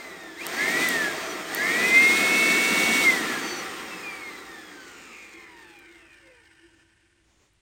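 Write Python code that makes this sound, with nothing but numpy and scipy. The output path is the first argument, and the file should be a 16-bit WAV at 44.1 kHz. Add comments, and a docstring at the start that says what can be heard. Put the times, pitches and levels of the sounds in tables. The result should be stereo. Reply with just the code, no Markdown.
"""The whirr of a small mains blower, coasting close to the microphone in a bedroom, surges twice as its
trigger is pressed, then runs down. A ten-blade fan sings over the rush of air in the nozzle; under
power the twelve armature slots buzz with the mains. Carbon brushes tick over 24 commutator bars and
are left whirring as the air dies away. Switch ticks, a hand on the case and the quiet room lie around it."""
import sys
import numpy as np
from scipy import signal
from scipy.fft import rfft, irfft, next_fast_len
from scipy.io import wavfile
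from scipy.ndimage import uniform_filter1d

SR = 44100
rng = np.random.default_rng(int(sys.argv[2]) if len(sys.argv) > 2 else 0)


def materialize(psi):
    """Save the field psi as 16-bit PCM at rate SR to the path in sys.argv[1].

    A 1-D psi becomes a single channel; in a 2-D psi each row is a channel.
    """
    bounded = np.clip(np.atleast_2d(psi).T, -1, 1)
    quanta = np.round(bounded * 32767).astype(np.int16)
    wavfile.write(sys.argv[1], SR, quanta)


N = 335583
TIME = np.arange(N) / SR
SIZE = next_fast_len(N, True)
FREQ = np.maximum(np.arange(SIZE // 2 + 1) * SR / SIZE, 1)
BLADES, SLOTS, BARS, MAINS_HZ, TOP_HZ = 10, 12, 24, 50, 15900
START_HZ, FULL_HZ = 88.04, 223.2  # shaft speed at the start and flat out

# trigger held (from [s], to [s], base level of the slot buzz [dB])
TRIGGER = [(0.367, .846, -38), (1.473, 3.018, -36.5)]
# the tube's resonances and notches (frequency [Hz], width [Hz], gain [dB])
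TUBE = [(95, 84, 7.5), (168, 26, 2), (338, 80, 4.5), (470, 110, 5.5), (638, 63, -5), (786, 74, 7.5),
        (933, 50, 6.5), (999, 36, -6.5), (1048, 40, 10.5), (1175, 96, 10.5), (1276, 60, -1),
        (1355, 160, 10.5), (1917, 250, 4.5), (2720, 1200, 7.5), (3242, 60, 9.5), (4940, 210, 4),
        (5460, 320, 3.5), (6740, 1100, 6)]
# how far the nozzle points down at the bedding (time [s], share [0-1])
LOWERED = [(2.6, 1), (3.2, 0.011)]


def shaft(step=40):
    """Turns a second: the motor pulls while the trigger is held; otherwise friction and air slow it."""
    # gain in speed (per Hz short of full speed [1/s], per Hz squared [1/(Hz s)])
    pull = (3.706, .00631)
    # coasting loss (brush friction [Hz/s], bearing drag [1/s], air drag [1/(Hz s)])
    drag = (17.13, .1313, .00336)
    times, hz, speeds = TIME[::step], START_HZ, []
    for t in times:
        speeds.append(hz)
        if any(on <= t < off for on, off, _ in TRIGGER):
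            short = FULL_HZ - hz
            change = pull[0] * short + pull[1] * short ** 2
        else:
            change = -(drag[0] + drag[1] * hz + drag[2] * hz ** 2)
        hz = max(hz + change * step / SR, .5)
    return np.interp(TIME, times, speeds)


def fan(turn, speed, octave_db=-29, ball_order=4.45):
    """Blade tone shaken by the inflow, its octave, and the hum of an unbalanced rotor and its bearing."""
    # blade tone; the fan casing rings near 2.1 kHz (pitch [Hz], level [dB])
    response = [(240, -86), (350, -61), (450, -64), (600, -69), (730, -57), (880, -66), (1100, -57),
                (1330, -40), (1500, -45), (1590, -38), (1660, -26), (1770, -25.5), (1930, -27),
                (2030, -22.5), (2095, -19), (2150, -20.5), (2190, -27.5), (2240, -25)]
    # the tone beams toward and away from the microphone as the nozzle is aimed (time [s], gain [dB])
    aim = [(.85, -3.5), (1.0, 0), (1.15, -7.5), (1.86, -1), (1.97, 3), (2.07, 0.5), (2.28, 4), (2.5, 4.5),
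           (2.77, -1), (2.92, 1.5), (3.1, 2), (3.2, -10.5), (3.8, -5)]
    angle = 2 * np.pi * turn
    blade = BLADES * angle + 0.044 * walk(65)
    tone_db = across(response, BLADES * speed) + curve(aim) + 0.29 * walk(45)
    tone = (np.sin(blade) + undb(octave_db) * np.sin(2 * blade)) * undb(tone_db)
    unbalance = undb(-45.5) * (speed / 220) ** 8 * np.sin(angle)
    # the ball-pass rate rings the case as it sweeps through its resonance
    case_ring = band(322, 56, at=ball_order * speed) ** 0.81
    bearing = undb(-51.5) * np.sin(ball_order * angle + .3 * walk(36)) * case_ring
    return np.sqrt(2) * (tone + unbalance + bearing)


def flow(speed, lag_s=.034):
    """The air takes a moment to get moving behind the fan."""
    keep = np.exp(-1 / (lag_s * SR))
    return np.minimum(speed, START_HZ + signal.lfilter([1 - keep], [1, -keep], speed - START_HZ))


def air(speed, split_hz=1700, flutter_db=0.7, gentle_hz=148, strong_hz=210):
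    """Turbulence coloured by housing and nozzle; big eddies roar, small ones hiss."""
    # rush of air (frequency [Hz], relative level [dB])
    rush = [(30, -46), (60, -22), (130, -20), (180, -4), (290, 0), (500, -6), (1000, -9), (1600, -8),
            (2150, -4), (2900, -11), (5000, -14.5), (8800, -15.8), (9800, -23.5), (15500, -24)]
    # fan housing under a strong jet (frequency [Hz], width [Hz], gain [dB])
    duct = [(177.3, 22, -2), (360, 220, 0), (570, 54, -7.5), (668, 120, 0.5), (866, 85, -11.5),
            (1358, 63, 6), (1620, 55, -22), (1696, 150, 1.5), (3060, 170, 2), (3297, 52, 6.5),
            (3685, 400, 7), (4405, 150, 8), (5810, 340, 6), (8600, 2200, 3)]
    # colour added by the bedding (frequency [Hz], width [Hz], gain [dB])
    bedding = [(180, 20, 3), (386, 80, 4), (650, 93, 16)]
    # roar and hiss follow speed (base level at full speed [dB], rise per doubling [dB])
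    roar_law = (-27.5, 10.95)
    hiss_law = (-26.5, 20.5)
    jet = np.clip((speed - gentle_hz) / (strong_hz - gentle_hz), 0, 1)
    down = np.clip(curve(LOWERED), 0, 1)
    low = 1 / (1 + (FREQ / split_hz) ** 4)
    roar = hiss = 0
    for share, rows in ((jet, duct), ((1 - jet) * down, TUBE + bedding), ((1 - jet) * (1 - down), TUBE)):
        colour = undb(across(rush)) * resonances(rows)
        roar += np.sqrt(share) * unit(wide(colour * np.sqrt(low)))
        hiss += np.sqrt(share) * unit(wide(colour * np.sqrt(1 - low)))
    roar *= undb(by_speed(roar_law, speed) + flutter_db * walk(24.7))
    hiss *= undb(by_speed(hiss_law, speed) + 0.89 * walk(50))
    return (roar + hiss) * speed / (speed + 8)


def armature(turn, speed, throb=0.6, rasp=0.8, strain_db=3):
    """Under power the slots pull at the stator; the throb of the mains adds a tone on either side."""
    # stator resonances that the buzz climbs through (frequency [Hz], width [Hz], gain [dB])
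    stator = [(2070, 130, 7), (2525, 60, 6.5), (2588, 45, -8), (2648, 45, 3), (2745, 28, -6),
              (2775, 22, 5.5)]
    held = sum(undb(db) * ((TIME > on) & (TIME < off)) for on, off, db in TRIGGER)
    power = uniform_filter1d(held, SR // 50)
    strain = effort(speed)
    slots = 2 * np.pi * SLOTS * turn + 0.15 * walk(60) + rasp * strain * walk(260)
    buzz = 0
    for offset, share in ((-2 * MAINS_HZ, throb), (0, 1), (2 * MAINS_HZ, throb)):
        hz = SLOTS * speed + offset
        ring = resonances(stator, hz) * band(2380, 1040, slope=6, at=hz)
        flicker = undb((1 + 2 * strain) * walk(22))
        buzz += share * ring * np.sin(slots + 2 * np.pi * offset * TIME) * flicker
    return np.sqrt(2) * power * buzz * undb(strain_db * strain)


def whistles(speed, best_hz=147, span_hz=12):
    """Edge tones in the vents catch as the flow passes one speed, clearest with the nozzle lifted."""
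    # (pitch [Hz], rise [Hz per shaft Hz], level [dB], change with the nozzle lowered [dB])
    edge_tones = [(5990, 14, -43, -4.5), (4495, 7, -41.5, -5.5)]
    off = speed - best_hz
    down = np.clip(curve(LOWERED), 0, 1)
    speak = np.exp(-(off / span_hz) ** 4)
    tones = 0
    for hz, rise, db, covered_db in edge_tones:
        gain = undb(db + covered_db * down + (1 + 2 * down) * walk(39.8))
        pitch = hz + rise * off + 20 * walk(200)
        tones += gain * np.sin(2 * np.pi * np.cumsum(pitch) / SR)
    return np.sqrt(2) * speak * tones


def brushes(turn, speed):
    """Brush noise leaves by the rear vents; whine and chatter come partly by way of the room."""
    tones = bounce(whine(turn, speed) + chatter(turn, speed))
    return reflect(tones, wet_db=-3.0, t60=0.13) + clatter(turn, speed) + scrape(turn, speed)


def whine(turn, speed, strain_db=5):
    """The bar-passing tone bites as the motor pulls; as the rotor slows it comes and goes."""
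    # commutator whine (pitch [Hz], level [dB])
    response = [(200, -86), (700, -75.5), (1300, -55.5), (1600, -51.5), (2300, -49.5), (3000, -55),
                (3400, -61), (5300, -65)]
    # motor shell resonances that it sweeps through (frequency [Hz], width [Hz], gain [dB])
    shell = [(344, 28, 16), (502, 76, 15.5), (960, 170, 7), (1170, 110, -14), (1670, 120, 2),
             (2050, 160, 3.5), (2370, 300, 9.5), (2653, 48, 9), (2950, 160, 4)]
    hz = BARS * speed
    slow = 1 / (1 + (speed / 75) ** 6)
    rough = .3 * walk(64) + (.25 + .25 * judder(speed, best_hz=60, span_hz=18)) * wear(turn)
    fading_db = (1.2 + .8 * slow) * walk(22)
    gain = undb(across(response, hz) + strain_db * effort(speed) + fading_db) * resonances(shell, hz)
    return np.sqrt(2) * np.sin(BARS * 2 * np.pi * turn + rough) * gain


def chatter(turn, speed, flicker_db=1.5, skim_hz=38, strain_db=1.5, runout=.4, bouncing=.4, jitter=.12):
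    """Overtones of the bar rate; wear spreads each into sidebands, a rasp while the brushes bounce."""
    # overtones from the second up, evening out at a crawl (level [dB])
    overtones = [2, -5.5, -8, -12]
    # how the housing radiates them (frequency [Hz], level [dB])
    housing = [(700, -77), (950, -61.5), (1200, -78), (1500, -63), (1900, -52.5), (2150, -52),
               (2500, -49.5), (2900, -58.5), (3450, -59.5), (4400, -58), (5600, -59.5), (6800, -70),
               (8300, -67), (9200, -54), (11000, -77)]
    # brush contact: at speed they ride on a film of air (shaft speed [Hz], gain [dB])
    contact = [(3, -32), (19, -10), (28, -4.5), (40, -1), (120, 0), (150, -12), (220, -25)]
    bar = BARS * 2 * np.pi * turn + jitter * walk(220)
    rough = (runout + bouncing * judder(speed, best_hz=52, span_hz=11)) * wear(turn)
    skim = np.minimum(speed / skim_hz, 1)
    tones = 0
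    for k, db in enumerate(overtones, 2):
        hz = k * BARS * speed
        gain = undb(across(housing, hz) + db * skim + flicker_db * walk(30))
        tones += gain * (hz < TOP_HZ) * np.sin(k * bar + np.sqrt(k) * rough + rng.uniform(0, 2 * np.pi))
    return np.sqrt(2) * tones * undb(across(contact, speed) + strain_db * effort(speed))


def scrape(turn, speed, bite=0.49, grooved=0.59, strain_db=2.5, sizzle_db=-59, size=1024):
    """Carbon scrapes over the same grooves every turn, harder at each bar edge and under strain."""
    # carbon on the commutator (frequency [Hz], relative level [dB])
    carbon = [(30, -54), (100, -35), (250, -5), (340, 5.5), (600, -8.5), (1000, 0.5), (1300, -27.5),
              (1600, 7), (2300, -1), (3000, -11), (3700, 1.5), (5200, -2.5), (7000, -8), (9000, -2),
              (10500, -34), (13500, -8), (15500, -14)]
    # the scrape follows speed (level at full speed [dB], rise per doubling [dB])
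    scrape_law = (-29.5, 10.8)
    place = np.linspace(0, 1, size)
    tracks = rng.standard_normal((2, size))
    grooves = np.array([unit(np.interp(turn % 1, place, track)) for track in tracks])
    share = np.clip(grooved * speed / (speed + 10), 0, 1)
    surface = np.sqrt(share) * grooves + np.sqrt(1 - share) * rng.standard_normal((2, N))
    friction = surface * flutter(turn, speed) * (1 + bite * np.cos(BARS * 2 * np.pi * turn))
    rub = unit(wide(undb(across(carbon)) * resonances(TUBE), friction))
    rub *= undb(by_speed(scrape_law, speed) + strain_db * effort(speed))
    # bouncing brushes add a bright sizzle
    sizzle = unit(wide(band(hz=7000, width_hz=1500), friction))
    return rub + sizzle * undb(sizzle_db) * judder(speed, best_hz=55.5, span_hz=10.3)


def clatter(turn, speed, judder_db=-50, ring_s=.06):
    """Bar clicks ring the case, a whirr slowing to a soft rattle, and the brush holders as they judder."""
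    # loudness of the clicks (shaft speed [Hz], level [dB])
    loudness = [(1, -91), (5, -70.5), (11, -63.5), (20, -59.5), (35, -59), (60, -66), (120, -48.5),
                (220, -45)]
    # ring of the case (frequency [Hz], relative level [dB])
    colour = [(600, -36.5), (950, -1), (1200, -30.5), (1500, -2), (1900, -2), (2450, -0.5), (2900, -7),
              (3700, -22), (4650, -20), (7000, -21.5), (9000, -16), (13000, -44)]
    # its sharper resonances (frequency [Hz], width [Hz], gain [dB])
    peaks = [(1830, 200, 1.5), (1464, 100, 2), (2734, 150, 2), (3140, 260, 5), (5000, 260, 11),
             (5640, 330, 8), (8400, 500, 4)]
    clicks = np.array([bar_clicks(turn), bar_clicks(turn)]) / np.sqrt(speed)
    t = TIME[:SR // 10]
    ring = rng.standard_normal((2, len(t))) * undb(-60 * t / ring_s)
    rattle = signal.fftconvolve(clicks, ring, axes=1)[:, :N] * flutter(turn, speed) ** .7
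    case = unit(wide(undb(across(colour)) * resonances(peaks), rattle)) * undb(across(loudness, speed))
    holders = unit(wide(band(hz=2330, width_hz=480, slope=4), rattle))
    return case + holders * undb(judder_db) * judder(speed)


def bar_clicks(turn, uneven_db=1.8, chance_db=1):
    """A click at every bar edge; each worn bar has its own place and height, repeating once a turn."""
    place, height = rng.uniform(0, 1, BARS), rng.standard_normal(BARS)
    passed = np.arange(int(turn[-1]) * BARS + BARS)
    bar = passed % BARS
    at = np.interp((passed + place[bar]) / BARS, turn, np.arange(N))
    sample, fraction = at.astype(int), at % 1
    click_db = uneven_db * height[bar] + chance_db * rng.standard_normal(N)[sample]
    strength = unit(undb(click_db) * (at < N - 1))
    early = np.bincount(sample, strength * (1 - fraction), N + 1)
    late = np.bincount(sample + 1, strength * fraction, N + 1)
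    return (early + late)[:N]


def wear(turn, count=6, size=256):
    """Lumps and flats of the commutator: a pattern of rms 1 that comes round once a turn."""
    place = np.linspace(0, 1, size)
    lumps = sum(np.sin(2 * np.pi * (k * place + rng.uniform())) / k ** .25 for k in range(1, count + 1))
    return np.interp(turn % 1, place, unit(lumps))


def judder(speed, best_hz=50.6, span_hz=8.9):
    """The brushes bounce in their holders around one speed, 0 to 1."""
    return np.exp(-((speed - best_hz) / span_hz) ** 2)


def flutter(turn, speed, crawl_hz=40):
    """Gain of the brush pressure: as the rotor crawls, its high spots come through as a rattle."""
    angle = 2 * np.pi * turn
    swing_db = 2.4 * np.sin(angle) + 4 * np.sin(3 * angle) + 3 * walk(70)
    return undb(swing_db / (1 + (speed / crawl_hz) ** 2))


def effort(speed, hard_hz_per_s=200):
    """How hard the motor is accelerating, 0 to 1."""
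    return uniform_filter1d(np.clip(np.gradient(speed) * SR / hard_hz_per_s, 0, 1), SR // 40)


def drone(speed):
    """The turning rotor keeps the lowest mode of the housing ringing unevenly, almost until it stops."""
    # the drone follows speed (level at full speed [dB], rise per doubling [dB])
    drone_law = (-49, 5.4)
    swell_db = 3.5 * walk(7)
    return unit(wide(band(hz=335, width_hz=26))) * undb(by_speed(drone_law, speed) + swell_db)


def touches(tick_s=0.00069):
    """Tiny bright ticks, and a palm sliding over the case, close to the microphone."""
    # ticks of switch and plastic (time [s], level before colouring [dB])
    ticks = [(0.467, 1.5), (0.888, 1.5), (1.548, 2), (3.038, -14), (5.791, -28), (7.534, -48)]
    # colour of a tick (frequency [Hz], gain [dB])
    tick_colour = [(500, -34), (2500, -20), (5000, -19), (7500, -16), (9500, -17), (15000, -11)]
    # hand shifting on the case (time [s], length [s], level [dB])
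    shifts = [(6.78, 0.055, -67), (7.307, 0.044, -67), (7.432, 0.041, -64)]
    # colour of the palm's rub (frequency [Hz], relative level [dB])
    palm = [(60, -8), (180, 2), (330, 3), (600, -2), (2000, -6), (5000, -9), (7000, -2), (9000, -29),
            (15000, -25)]
    bursts = sum(undb(db) * (TIME >= s) * np.exp(-np.abs(TIME - s) / tick_s) for s, db in ticks)
    clicks = shape(bursts * unit(wide(1)), undb(across(tick_colour)))
    slide = sum(undb(db) * np.exp(-.5 * ((TIME - s) / length) ** 2) for s, length, db in shifts)
    return clicks + slide * unit(wide(undb(across(palm))))


def bounce(x, lag_s=.00333, gain=.4):
    """One close reflection: a gliding tone swells and fades as the two paths fall in and out of step."""
    return shape(x, (1 + gain * np.exp(-2j * np.pi * FREQ * lag_s)) / np.hypot(1, gain))


def reflect(x, wet_db, t60):
    """Direct sound plus the short, diffuse tail of a furnished bedroom."""
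    t = TIME[:SR // 3]
    tail = rng.standard_normal((2, len(t))) * undb(-60 * t / t60) * (t > .003)
    tail /= np.sqrt(np.sum(tail ** 2, axis=1, keepdims=True))
    return x + undb(wet_db) * signal.fftconvolve(x[None], tail, axes=1)[:, :N]


def room(floor_db=-67, hum_db=-71):
    """Bedroom room tone with a faint mains hum."""
    # the quiet room (frequency [Hz], relative level [dB])
    room_tone = [(25, -27.5), (50, 2.5), (90, 4.5), (130, -4), (180, -8.5), (230, -13.5), (330, -4),
                 (450, -14.5), (800, -18), (2500, -12), (5000, -19.5), (9000, -19), (15000, -52.5)]
    angle = 2 * np.pi * MAINS_HZ * TIME
    hum = (np.sin(angle) + .5 * np.sin(2 * angle)) * undb(walk(8.3))
    return undb(floor_db) * unit(wide(undb(across(room_tone)))) + undb(hum_db) * hum


def wide(gain, source=None):
    """Colour noise, or a given pair of unrelated signals, and spread it over the two microphone ports."""
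    # likeness of the ports (frequency [Hz], coherence [0-1])
    likeness = [(60, .95), (280, .96), (640, .8), (1400, .55), (3000, .55), (5000, .4), (8000, .75),
                (15000, .85)]
    alike = np.sqrt(np.clip(across(likeness), 0, .999))
    mid, side = rng.standard_normal((2, N)) if source is None else source
    mid = shape(mid, gain * np.sqrt(1 + alike))
    side = shape(side, gain * np.sqrt(1 - alike))
    return np.array([mid + side, mid - side])


def by_speed(law, speed):
    """Level in dB of a sound that grows as a power of shaft speed."""
    full_db, doubling_db = law
    return full_db + doubling_db * np.log2(speed / FULL_HZ)


def resonances(rows, at=FREQ):
    """Gain of a set of peaks and notches."""
    return undb(sum(db * np.exp(-2 * ((at - hz) / width) ** 2) for hz, width, db in rows))


def band(hz, width_hz, slope=2, at=FREQ):
    """Gain of one band, halved at its edges."""
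    return 1 / (1 + (2 * (at - hz) / width_hz) ** slope)


def undb(db):
    """Decibels to gain."""
    return 10 ** (np.asarray(db) / 20)


def curve(rows):
    """(time [s], value) points joined by straight lines."""
    return np.interp(TIME, *np.transpose(rows))


def across(points, at=FREQ):
    """(frequency [Hz], value) points joined on a log-frequency axis."""
    hz, value = np.transpose(points)
    return np.interp(np.log(at), np.log(hz), value)


def shape(x, gain):
    """Filter by a gain for each frequency."""
    return irfft(rfft(x, SIZE) * gain, SIZE)[..., :N]


def unit(x):
    """Scale to rms 1."""
    return x / np.sqrt(np.mean(x ** 2))


def walk(rate_hz):
    """Smooth random wander of rms 1."""
    hold = max(int(SR / rate_hz), 1)
    steps = np.repeat(rng.standard_normal(N // hold + 1), hold)
    return unit(uniform_filter1d(uniform_filter1d(steps, hold), hold)[:N])


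def scene():
    """One shaft drives fan, air and brushes; handling and room tone lie behind them."""
    speed = shaft()
    turn = np.cumsum(speed) / SR
    stream = flow(speed)
    tones = fan(turn, speed) + armature(turn, speed) + whistles(stream)
    blower = reflect(tones, wet_db=-6.5, t60=0.18) + air(stream) + brushes(turn, speed) + drone(speed)
    return blower + touches() + room()


def record(dry):
    """The microphone's left port hears the treble slightly sooner; the top is cut."""
    # balance of the ports (frequency [Hz], left minus right [dB])
    tilt = [(60, 2), (250, -1), (600, 3), (1300, 3.5), (2300, -1), (4400, 1), (8000, 4), (15000, -2)]
    # phase between them (frequency [Hz], left lead [rad])
    lead = [(100, 0), (1000, -.1), (1600, -.6), (2200, .7), (2700, 1.0), (4300, .9), (5500, 1.4),
            (7400, 1.4), (9000, 1.1), (15000, .7)]
    half = undb(across(tilt) / 2) * np.exp(.5j * across(lead))
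    ports = shape(dry, np.array([half, 1 / half]))
    return signal.sosfilt(signal.ellip(10, .2, 80, TOP_HZ, fs=SR, output="sos"), ports)


dry = scene()
out = record(dry)
materialize(out)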